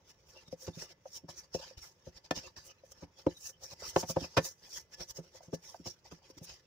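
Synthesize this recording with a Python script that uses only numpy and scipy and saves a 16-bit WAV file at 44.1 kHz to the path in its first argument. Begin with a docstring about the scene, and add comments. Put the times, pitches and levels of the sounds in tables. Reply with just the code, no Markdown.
"""A quiet kitchen, close up on a hand kneading soft dough in a floured steel bowl.
The dough lands in soft slaps, each with a hollow note of trapped air, and between them it is
wiped round the wall with a gritty hiss. Bubbles pop out of the folds and skin squeaks faintly.
The other hand grips the rim, so the steel hardly rings."""
import sys
import numpy as np
from scipy import signal
from scipy.fft import rfft, irfft
from scipy.io import wavfile
from scipy.ndimage import uniform_filter1d

SR = 44100
rng = np.random.default_rng(int(sys.argv[2]) if len(sys.argv) > 2 else 0)


def put_to_file(sound):
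    """Save the sound as 16-bit audio at rate SR, in the file named by the first command-line argument."""
    columns = np.atleast_2d(sound).T  # one column per channel
    safe = np.clip(columns, -1, 1)
    whole_steps = np.round(safe * 32767)
    wavfile.write(sys.argv[1], SR, whole_steps.astype(np.int16))


N = 293706

# EQ of the kitchen's still air: freq_hz, gain_db
ROOM_EQ = [(15, -45), (25, -13.5), (82, 12), (166, 8.5), (242, -1), (516, 5), (754, -8), (863, -10),
           (1190, -9), (3430, -15), (5570, -32), (8360, -39.5), (13600, -33.5), (14800, -27.5),
           (16000, -20.5)]
# stereo width, side against mid: freq_hz, gain_db
SIDE_EQ = [(60, -15), (300, -12), (550, -8), (1300, -1.5), (2500, -0.5), (15000, 0.5)]
# balance, left against right: freq_hz, gain_db
BALANCE_EQ = [(100, -1.5), (600, 0.28), (1400, -0.095), (3000, -0.55), (10000, -2.3)]
# bowl modes damped by hand and dough: pitch_hz, width_hz, boost_db
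DAMPED_MODES = [(166.7, 38.5, 10), (286.6, 31, 5.5), (361, 43, 14.5), (526.3, 52, 11), (868, 29, 6.5),
                (924, 63, 1), (1520, 58, 2), (1770.5, 29, 5), (1970, 12, 3), (2490, 38, 2),
                (4930, 120, 4.5), (5520, 144, 3)]
# modes of the free wall that ring on: pitch_hz, level_db, t60_s
RINGING_MODES = [(904, -29, 0.16), (1733, -23, 0.17), (2025, -25.5, 0.4), (4725, -21, 0.08),
                 (5500, -25, 0.044), (5900, -31, .08)]
# EQ of the rumble from the hand on the rim: freq_hz, gain_db
GRIP_EQ = [(50, 0.5), (110, -4.0), (250, -13.5), (550, -25.0), (900, -8.0)]
# EQs of a wipe's layers, rubbing hiss, flour fizz and low drag: freq_hz, gain_db
HISS_EQ = [(2800, -22.5), (3800, -5), (4700, -4), (5500, -1.5), (6000, -1), (6800, -2.5), (7600, -6.5),
           (9500, -40)]
FIZZ_EQ = [(5500, -22.5), (7500, 1.5), (9000, 2.5), (11000, 2), (13500, -2.5), (14500, 5), (15400, 9),
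           (16200, -25)]
DRAG_EQ = [(25, -6), (70, 13.5), (130, -3), (280, -8.5), (520, 3), (900, 1), (1300, -1.5), (2200, -3),
           (3000, -0.5), (5000, -9.5), (7000, -57)]
# EQs of a slap's layers, thud, hollow air, smack and wet crack: freq_hz, gain_db
THUD_EQ = [(20, -50.5), (45, -16), (80, 1), (130, -0.5), (190, -1.5), (280, -8.5), (450, -32.5)]
HOLLOW_EQ = [(170, -22.5), (280, -4.5), (600, -0.5), (900, -18.0)]
SMACK_EQ = [(400, -28.5), (620, -4), (780, 2), (1080, -0.5), (1350, -14.5), (1900, -34)]
CRACK_EQ = [(700, -21), (1300, 7.5), (2000, 2), (3200, 0), (4200, -5), (5600, -1.5), (8000, -17.5),
            (13000, -27.5), (15500, -21.5)]

# skin squeaking on steel: start_s, level_db, pitch_hz, length_s
SQUEAKS = [(0.345, -66, 2756, 0.078), (0.444, -72.5, 3760, 0.069), (0.721, -69, 3660, 0.05),
           (2.425, -63, 2680, 0.062), (2.671, -68, 2920, 0.066), (3.267, -70.5, 4000, .05),
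           (3.338, -64.5, 3840, 0.066), (3.516, -74.5, 3050, 0.065)]
# bubbles squeezed out of folds: start_s, level_db, pitch_hz
BUBBLES = [(0.819, -54.5, 490), (1.0534, -53, 630), (1.592, -57, 493), (1.705, -62, 525),
           (2.8318, -61.5, 547), (3.8184, -54, 503), (5.345, -64.5, 637), (5.4025, -63.5, 670),
           (5.7405, -54, 740), (6.2966, -61.5, 375)]
# pushes into dough already lying on the steel: start_s, level_db
PUSHES = [(0.471, -63.5), (0.7607, -50), (1.229, -54.5), (3.715, -64), (4.207, -46.5), (5.472, -56.5),
          (5.79, -56), (6.362, -61), (6.405, -52)]
# wipes along the wall: peak_s, rise_s, fall_s, level_db, pitch_hz
WALL_WIPES = [(0.105, 0.021, 0.011, -59.5, 5690), (0.273, .006, .08, -65, 5950),
              (0.373, .025, 0.039, -61, 5070), (0.483, 0.0073, .004, -57.5, 5530),
              (0.526, .007, .015, -62, 5900), (0.652, 0.026, .008, -49.5, 6100),
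              (0.672, .007, 0.014, -50, 5300), (0.832, 0.052, .014, -48.5, 5510),
              (0.923, .05, 0.0052, -60, 5230), (1.087, .02, 0.0065, -63, 5780),
              (1.17, 0.024, 0.0093, -45.5, 5930), (1.291, 0.0035, 0.026, -49.5, 5450),
              (1.387, 0.012, 0.014, -50.5, 5900), (1.44, 0.046, 0.011, -64.5, 5400),
              (1.548, 0.0061, 0.015, -42.5, 5300), (1.619, 0.021, .02, -47.5, 5000),
              (1.683, 0.027, .023, -51.5, 4930), (1.776, 0.0027, 0.016, -52.5, 5200),
              (1.832, 0.013, 0.038, -51.5, 5830), (2.086, 0.02, 0.008, -61, 5450),
              (2.181, 0.016, 0.0056, -54.5, 5150), (2.247, 0.0045, .013, -55.5, 4840),
              (2.366, 0.01, 0.029, -43, 5100), (2.474, 0.038, .014, -54.5, 5000),
              (2.565, 0.002, 0.039, -52.5, 5100), (2.671, .016, 0.011, -53, 6500),
              (2.717, 0.026, 0.0033, -59, 5300), (2.853, 0.0066, .04, -68, 6100),
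              (2.922, 0.0047, .0045, -54, 6120), (3.04, 0.065, 0.01, -63, 5200),
              (3.204, 0.026, .025, -60, 5260), (3.317, 0.016, 0.0088, -58, 4900),
              (3.488, 0.046, .012, -45.5, 6350), (3.637, 0.012, 0.038, -49.5, 5720),
              (3.737, 0.024, 0.0023, -48, 5280), (3.817, .018, .09, -48.5, 5300),
              (3.903, 0.021, .007, -44, 6100), (4.003, 0.018, .013, -36.5, 6100),
              (4.107, 0.014, 0.0092, -38, 6150), (4.219, 0.039, 0.058, -49.5, 5270),
              (4.451, .011, .024, -38, 6150), (4.478, .09, .015, -54, 5300), (4.643, .011, .06, -59, 5220),
              (4.772, 0.047, .019, -44.5, 5900), (4.943, 0.012, 0.0059, -52, 5450),
              (5.013, .016, 0.017, -47, 5340), (5.11, 0.015, .0055, -47, 6130),
              (5.171, 0.012, .012, -49, 5970), (5.24, .012, 0.042, -66, 5550),
              (5.36, 0.015, 0.015, -53.5, 5300), (5.43, .006, 0.032, -64.5, 5750),
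              (5.544, 0.0073, 0.0093, -43, 5520), (5.674, .036, 0.063, -57.5, 5920),
              (5.865, 0.0077, 0.025, -43.5, 5480), (6.054, 0.0058, .03, -59.5, 5300),
              (6.118, .005, .038, -62, 5400), (6.256, 0.023, .018, -62.5, 4900),
              (6.308, 0.012, 0.0051, -56.5, 5750), (6.385, 0.0065, 0.0032, -51.5, 5430),
              (6.447, .01, 0.0068, -51.5, 6600), (6.498, 0.027, 0.039, -52, 5100)]
# dough landing on the steel: start_s, contact_s, level_db, pocket_hz, smack_offset_db, crack_offset_db
LANDINGS = [(0.5235, 0.00453, -50, 502, -25, -43), (0.6672, .014, -45, 287, -12.5, -21),
            (1.2781, .011, -58.5, 680, -0.5, -20), (1.5444, 0.00457, -42.5, 550, -37, -29),
            (2.0618, 0.011, -53.5, 540, -24, -27), (2.3074, 0.0034, -41.5, 573, -2, -1),
            (2.352, .019, -55.5, 520, -7, -20), (3.017, .0117, -52.5, 285, -12.5, -30),
            (3.2625, .0049, -34, 307, -10.5, -25.5), (3.9587, 0.0042, -33.5, 404, 1, -10.5),
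            (4.0212, 0.011, -48, 720, -0.5, -10), (4.0864, .013, -45.5, 633, -10.5, -31.5),
            (4.1596, 0.0074, -36, 459, -5.5, -24), (4.2345, 0.0096, -55.5, 660, 0.5, -8),
            (4.3633, 0.013, -31, 451, -2.5, -2.5), (4.9965, 0.011, -59.5, 347, -16, -2),
            (5.175, .014, -49.5, 450, -18, -24), (5.5246, .0094, -41.5, 369, -19, -27),
            (5.8528, 0.012, -51, 374, -5, -28), (6.108, 0.013, -56, 483, -7, -20)]


def amp(db):
    """Decibels to gain."""
    return 10 ** (np.asarray(db) / 20)


def unit(x):
    """Scales to rms 1."""
    return x / np.sqrt(np.mean(x ** 2) + 1e-20)


def wobble(size, smooth_steps):
    """A smoothed random control signal of rms 1."""
    return unit(uniform_filter1d(rng.standard_normal(size), int(smooth_steps)))


def curve(points, hz):
    """An EQ table's gain in dB, read on a log-frequency axis."""
    freq_hz, gain_db = np.transpose(points)
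    return np.interp(np.log(hz + 1), np.log(freq_hz + 1), gain_db)


def band(points, hz):
    """An EQ curve that rolls off 20 dB an octave beyond its table."""
    octaves_out = abs(np.log2((hz + 1) / np.clip(hz + 1, points[0][0], points[-1][0])))
    return np.maximum(curve(points, hz) - 20 * octaves_out, -90)


def eq(x, gain_db, size=4096):
    """Minimum-phase EQ that follows the function gain_db(hz)."""
    cepstrum = irfft(np.log(amp(gain_db(np.fft.rfftfreq(size, 1 / SR)))), size)
    cepstrum[1:size // 2] *= 2
    cepstrum[size // 2 + 1:] = 0
    taps = irfft(np.exp(rfft(cepstrum)), size)
    return signal.oaconvolve(x, taps[None], axes=1)[:, :x.shape[1]]


def swept_resonance(x, pitch_hz, width_hz):
    """A band-pass whose centre rides the curve pitch_hz."""
    carrier = np.exp(2j * np.pi * np.cumsum(pitch_hz) / SR)
    pole = np.exp(-np.pi * width_hz / SR)
    return (carrier * signal.lfilter([1 - pole], [1, -pole], x / carrier)).real


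def add(mix, start_s, sound):
    """Drops a two-channel sound into the mix."""
    part = mix[:, max(round(start_s * SR), 0):][:, :sound.shape[1]]
    part += sound[:, :part.shape[1]]


def reflections(length_s, t60_s, predelay_s):
    """A reverb impulse of decaying noise, with unit energy in each channel."""
    t = np.arange(int(length_s * SR)) / SR
    tail = rng.standard_normal((2, len(t))) * amp(-60 * t / t60_s) * (t > predelay_s)
    return tail / np.linalg.norm(tail, axis=1, keepdims=True)


def room_tone(level_db=-72.5):
    """The bed: the still air of the kitchen."""
    return amp(level_db) * unit(eq(rng.standard_normal((2, N)), lambda hz: curve(ROOM_EQ, hz)))


def kitchen_reverb(x, wet_db=-25):
    """The walls return a weak, short tail, fed from the mid channel."""
    tail = reflections(length_s=0.5, t60_s=0.17, predelay_s=0.008)
    return x + amp(wet_db) * signal.fftconvolve(x[:1], tail, axes=1)[:, :N]


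def bowl_db(hz):
    """The boost that the steel's damped resonances give."""
    return sum(db / (1 + (2 * (hz - pitch) / width) ** 2) for pitch, width, db in DAMPED_MODES)


def bowl_echoes(x, wet_db=-6, low_cut_hz=350):
    """Short waves bounce between the steel walls for a few hundredths of a second."""
    echoes = reflections(length_s=0.1, t60_s=0.052, predelay_s=0.00264)
    echoes = signal.sosfilt(signal.butter(2, low_cut_hz, "high", fs=SR, output="sos"), echoes)
    return x + amp(wet_db) * signal.fftconvolve(x, echoes, axes=1)[:, :N]


def bowl_ring(x):
    """Rubbing keeps the free wall of the bowl faintly ringing."""
    t = np.arange(SR // 2) / SR
    ring = np.zeros(len(t))
    for pitch_hz, level_db, t60_s in RINGING_MODES:
        unit_energy = np.sqrt(4 * np.log(1000) / t60_s / SR)
        ring += unit_energy * amp(level_db - 60 * t / t60_s) * np.cos(2 * np.pi * pitch_hz * t)
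    return x + signal.fftconvolve(x, ring[None], axes=1)[:, :N]


def rim_grip(level_db=-78, uneven_db=5, shift_s=0.021):
    """The hand on the rim shifts its hold: a faint, lumpy rumble through the bowl."""
    lumps = unit(uniform_filter1d(wobble(N, shift_s * SR), size=900))
    rumble = eq(rng.standard_normal((2, N)), lambda hz: band(GRIP_EQ, hz) + bowl_db(hz) / 2)
    return amp(level_db) * unit(rumble * amp(uneven_db * np.minimum(lumps, 2)))


def skin_squeaks(half_width_hz=80):
    """Skin squeaks on the steel: short, fuzzy whistles that swell and fade."""
    out = np.zeros((2, N))
    for start_s, level_db, pitch_hz, length_s in SQUEAKS:
        size = int(length_s * SR)
        peak = lambda hz: -20 * np.log10(1 + ((hz - pitch_hz) / half_width_hz) ** 2)
        whistle = eq(rng.standard_normal((2, size)), peak)
        add(out, start_s, amp(level_db) * unit(whistle * np.hanning(size)))
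    return out


def impact(tone, contact_s, level_db, rough, size=4096):
    """One push amid the patter of spreading dough, through the bowl; level_db is rms over 50 ms."""
    progress = np.arange(size) / SR / contact_s
    # the contact area grows, then stops growing as the dough comes to rest
    spreading = progress ** 2 * np.exp(-progress ** 2)
    drive = rough * unit(spreading * rng.standard_normal((2, size))) / np.sqrt(size)
    drive[0, min(round(0.9 * contact_s * SR), size - 1)] += 1  # the push, dead centre
    hit = eq(drive, lambda hz: tone(hz) + bowl_db(hz))
    return amp(level_db) * hit * np.sqrt(SR / 20 / np.sum(hit ** 2, axis=1, keepdims=True))


def air_pocket(pitch_hz, hump_octaves=1.0, note_db=5, note_octaves=0.068):
    """The tone of trapped air, as an EQ function: a clear note on a broad hump."""
    def tone(hz):
        octaves = np.log2((hz + 1) / pitch_hz)
        hump = band(HOLLOW_EQ, hz) - 20 * np.log10(1 + (octaves / hump_octaves) ** 2)
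        note = note_db / (1 + (octaves / note_octaves) ** 2)
        return hump + note - bowl_db(hz) / 2  # the dough damps the steel
    return tone


def bubble_pops(contact_s=0.0052, width_octaves=0.41):
    """A bursting bubble sounds its note alone, without a thud."""
    out = np.zeros((2, N))
    for start_s, level_db, pitch_hz in BUBBLES:
        detune = lambda hz: np.log2((hz + 1) / pitch_hz) / width_octaves
        note = lambda hz: -30 * np.log10(1 + detune(hz) ** 2) - bowl_db(hz) / 2
        add(out, start_s, impact(note, contact_s, level_db, rough=1.54))
    return out


def palm_pushes(contact_s=0.0135, air_db=-10.5):
    """A slow push gives a dull thud with hardly any trapped air."""
    out = np.zeros((2, N))
    hollow = air_pocket(pitch_hz=380, hump_octaves=1.2, note_db=10.5)
    for start_s, level_db in PUSHES:
        thud = impact(lambda hz: band(THUD_EQ, hz), 0.79 * contact_s, level_db, rough=1)
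        air = impact(hollow, contact_s, level_db + air_db, rough=3.3)
        add(out, start_s, thud + air)
    return out


def shifting_gap(x, depth_db, patch_bins=4, patch_frames=12):
    """The changing gap between dough and steel favours other pitches from moment to moment."""
    spectrum = signal.stft(x, nperseg=512, noverlap=384)[2]
    patches = uniform_filter1d(rng.standard_normal(spectrum.shape[1:]), patch_bins, axis=0)
    patches = unit(uniform_filter1d(patches, patch_frames, axis=1))
    return signal.istft(spectrum * amp(depth_db * patches), nperseg=512, noverlap=384)[1][:, :N]


def flour_grit(eq_table, grains_per_s, grain_db, shift_db):
    """Flour grains catch and slip on the steel: many tiny clicks over a smooth rub."""
    strength = amp(grain_db * np.minimum(rng.exponential(1, N), 4))
    catches = rng.random(N) < grains_per_s / SR
    clicks = unit(strength * catches * rng.standard_normal((2, N)))
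    rub = shifting_gap(clicks + rng.standard_normal((2, N)), shift_db)
    return unit(eq(rub, lambda hz: band(eq_table, hz) + bowl_db(hz)))


def dough_wipes(usual_db=-50, usual_hz=5558, brush_db=-79, brush_hz=5600, judder_db=2.06):
    """Dough and palm slide over the floured wall; each wipe swells, fades and has its own pitch."""
    peak_s, rise_s, fall_s, wipe_db, wipe_hz = np.transpose(WALL_WIPES)[:, :, None]
    step_s = 0.002
    t = np.arange(0, N / SR, step_s)
    from_peak = (t - peak_s) / np.where(t < peak_s, rise_s, fall_s)
    swell = (1 + from_peak ** 2 / 3) ** -3.94  # power envelope, one row a wipe
    # the dough keeps brushing the wall lightly: one more wipe that never ends
    brushing = amp(2 * wobble(len(t), 0.15 / step_s)) ** 2
    swell = np.vstack([swell, brushing])
    wipe_db = np.vstack([wipe_db, [brush_db]])
    wipe_hz = np.vstack([wipe_hz, [brush_hz]])
    # a fast, light wipe hisses higher and raises flour fizz; a slow one drags on the wall
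    harder_db, higher_khz = wipe_db - usual_db, (wipe_hz - usual_hz) / 1000
    fizz_db = usual_db + 1.0041 * harder_db + 8 * higher_khz
    drag_db = usual_db + 0.77 * harder_db - 5.5 * higher_khz
    judder = amp(judder_db * wobble(N, 0.018 * SR))
    to_audio_rate = lambda control: np.interp(np.arange(N) / SR, t, control)
    fader = lambda db: judder * to_audio_rate(np.sqrt((swell * amp(db) ** 2).sum(0)))
    # the strongest wipe leads the pitch of the hiss
    power = swell * amp(wipe_db) ** 2
    pitch_hz = to_audio_rate((power * wipe_hz).sum(0) / power.sum(0))
    hiss = flour_grit(HISS_EQ, grains_per_s=5000, grain_db=3.5, shift_db=3.5)
    hiss = unit(swept_resonance(hiss, pitch_hz, width_hz=1460))
    fizz = flour_grit(FIZZ_EQ, grains_per_s=7800, grain_db=4, shift_db=2.5)
    drag = flour_grit(DRAG_EQ, grains_per_s=3500, grain_db=2, shift_db=5)
    return fader(wipe_db - 3) * hiss + fader(fizz_db - 16) * fizz + fader(drag_db - 7) * drag


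def dough_slaps(usual_contact_s=0.01, usual_db=-51.5, hard_smack_db=-33):
    """The mass of the dough thuds, an air pocket sounds its note, the moist skin smacks and cracks."""
    out = np.zeros((2, N))
    for start_s, contact_s, level_db, pocket_hz, smack_offset_db, crack_offset_db in LANDINGS:
        # a quick, hard landing traps more air: the hollow note gains on the thud
        air_db = -0.5 + 5.5 * np.log2(usual_contact_s / contact_s) + 0.16 * (level_db - usual_db)
        smack_db, crack_db = level_db + smack_offset_db, level_db + crack_offset_db
        transpose = 2 ** (0.0051 * (hard_smack_db - smack_db))  # a fainter smack sits a little higher
        thud = impact(lambda hz: band(THUD_EQ, hz), 1.21 * contact_s, level_db - air_db / 2, rough=1)
        hollow = impact(air_pocket(pocket_hz), contact_s, level_db + air_db / 2, rough=1.75)
        smack = impact(lambda hz: band(SMACK_EQ, hz / transpose), contact_s, smack_db - 2, rough=4.3)
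        crack = impact(lambda hz: band(CRACK_EQ, hz), contact_s, crack_db - 1, rough=24)
        add(out, start_s, thud + hollow + smack + crack)
    return out


def scene():
    """Mixes in mid and side, then decodes to left and right: bass near mono, treble wide."""
    hits = bowl_echoes(dough_slaps() + palm_pushes() + bubble_pops())
    kneading = kitchen_reverb(hits + bowl_ring(dough_wipes()))
    mix = kneading + rim_grip() + skin_squeaks() + room_tone()
    mid = mix[0]
    side = eq(mix[1:], lambda hz: curve(SIDE_EQ, hz))[0]
    return np.array([mid + side, mid - side])


def record(dry):
    """The microphones lean slightly right in the bass and treble; a steep high cut trims the top."""
    balance_db = curve(BALANCE_EQ, np.fft.rfftfreq(N, 1 / SR))
    panned = irfft(rfft(dry) * amp([balance_db / 2, -balance_db / 2]), N)
    high_cut = signal.firwin(511, cutoff=15800, window=("kaiser", 9), fs=SR)
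    return signal.oaconvolve(panned, high_cut[None], "same")


dry = scene()
out = record(dry)
put_to_file(out)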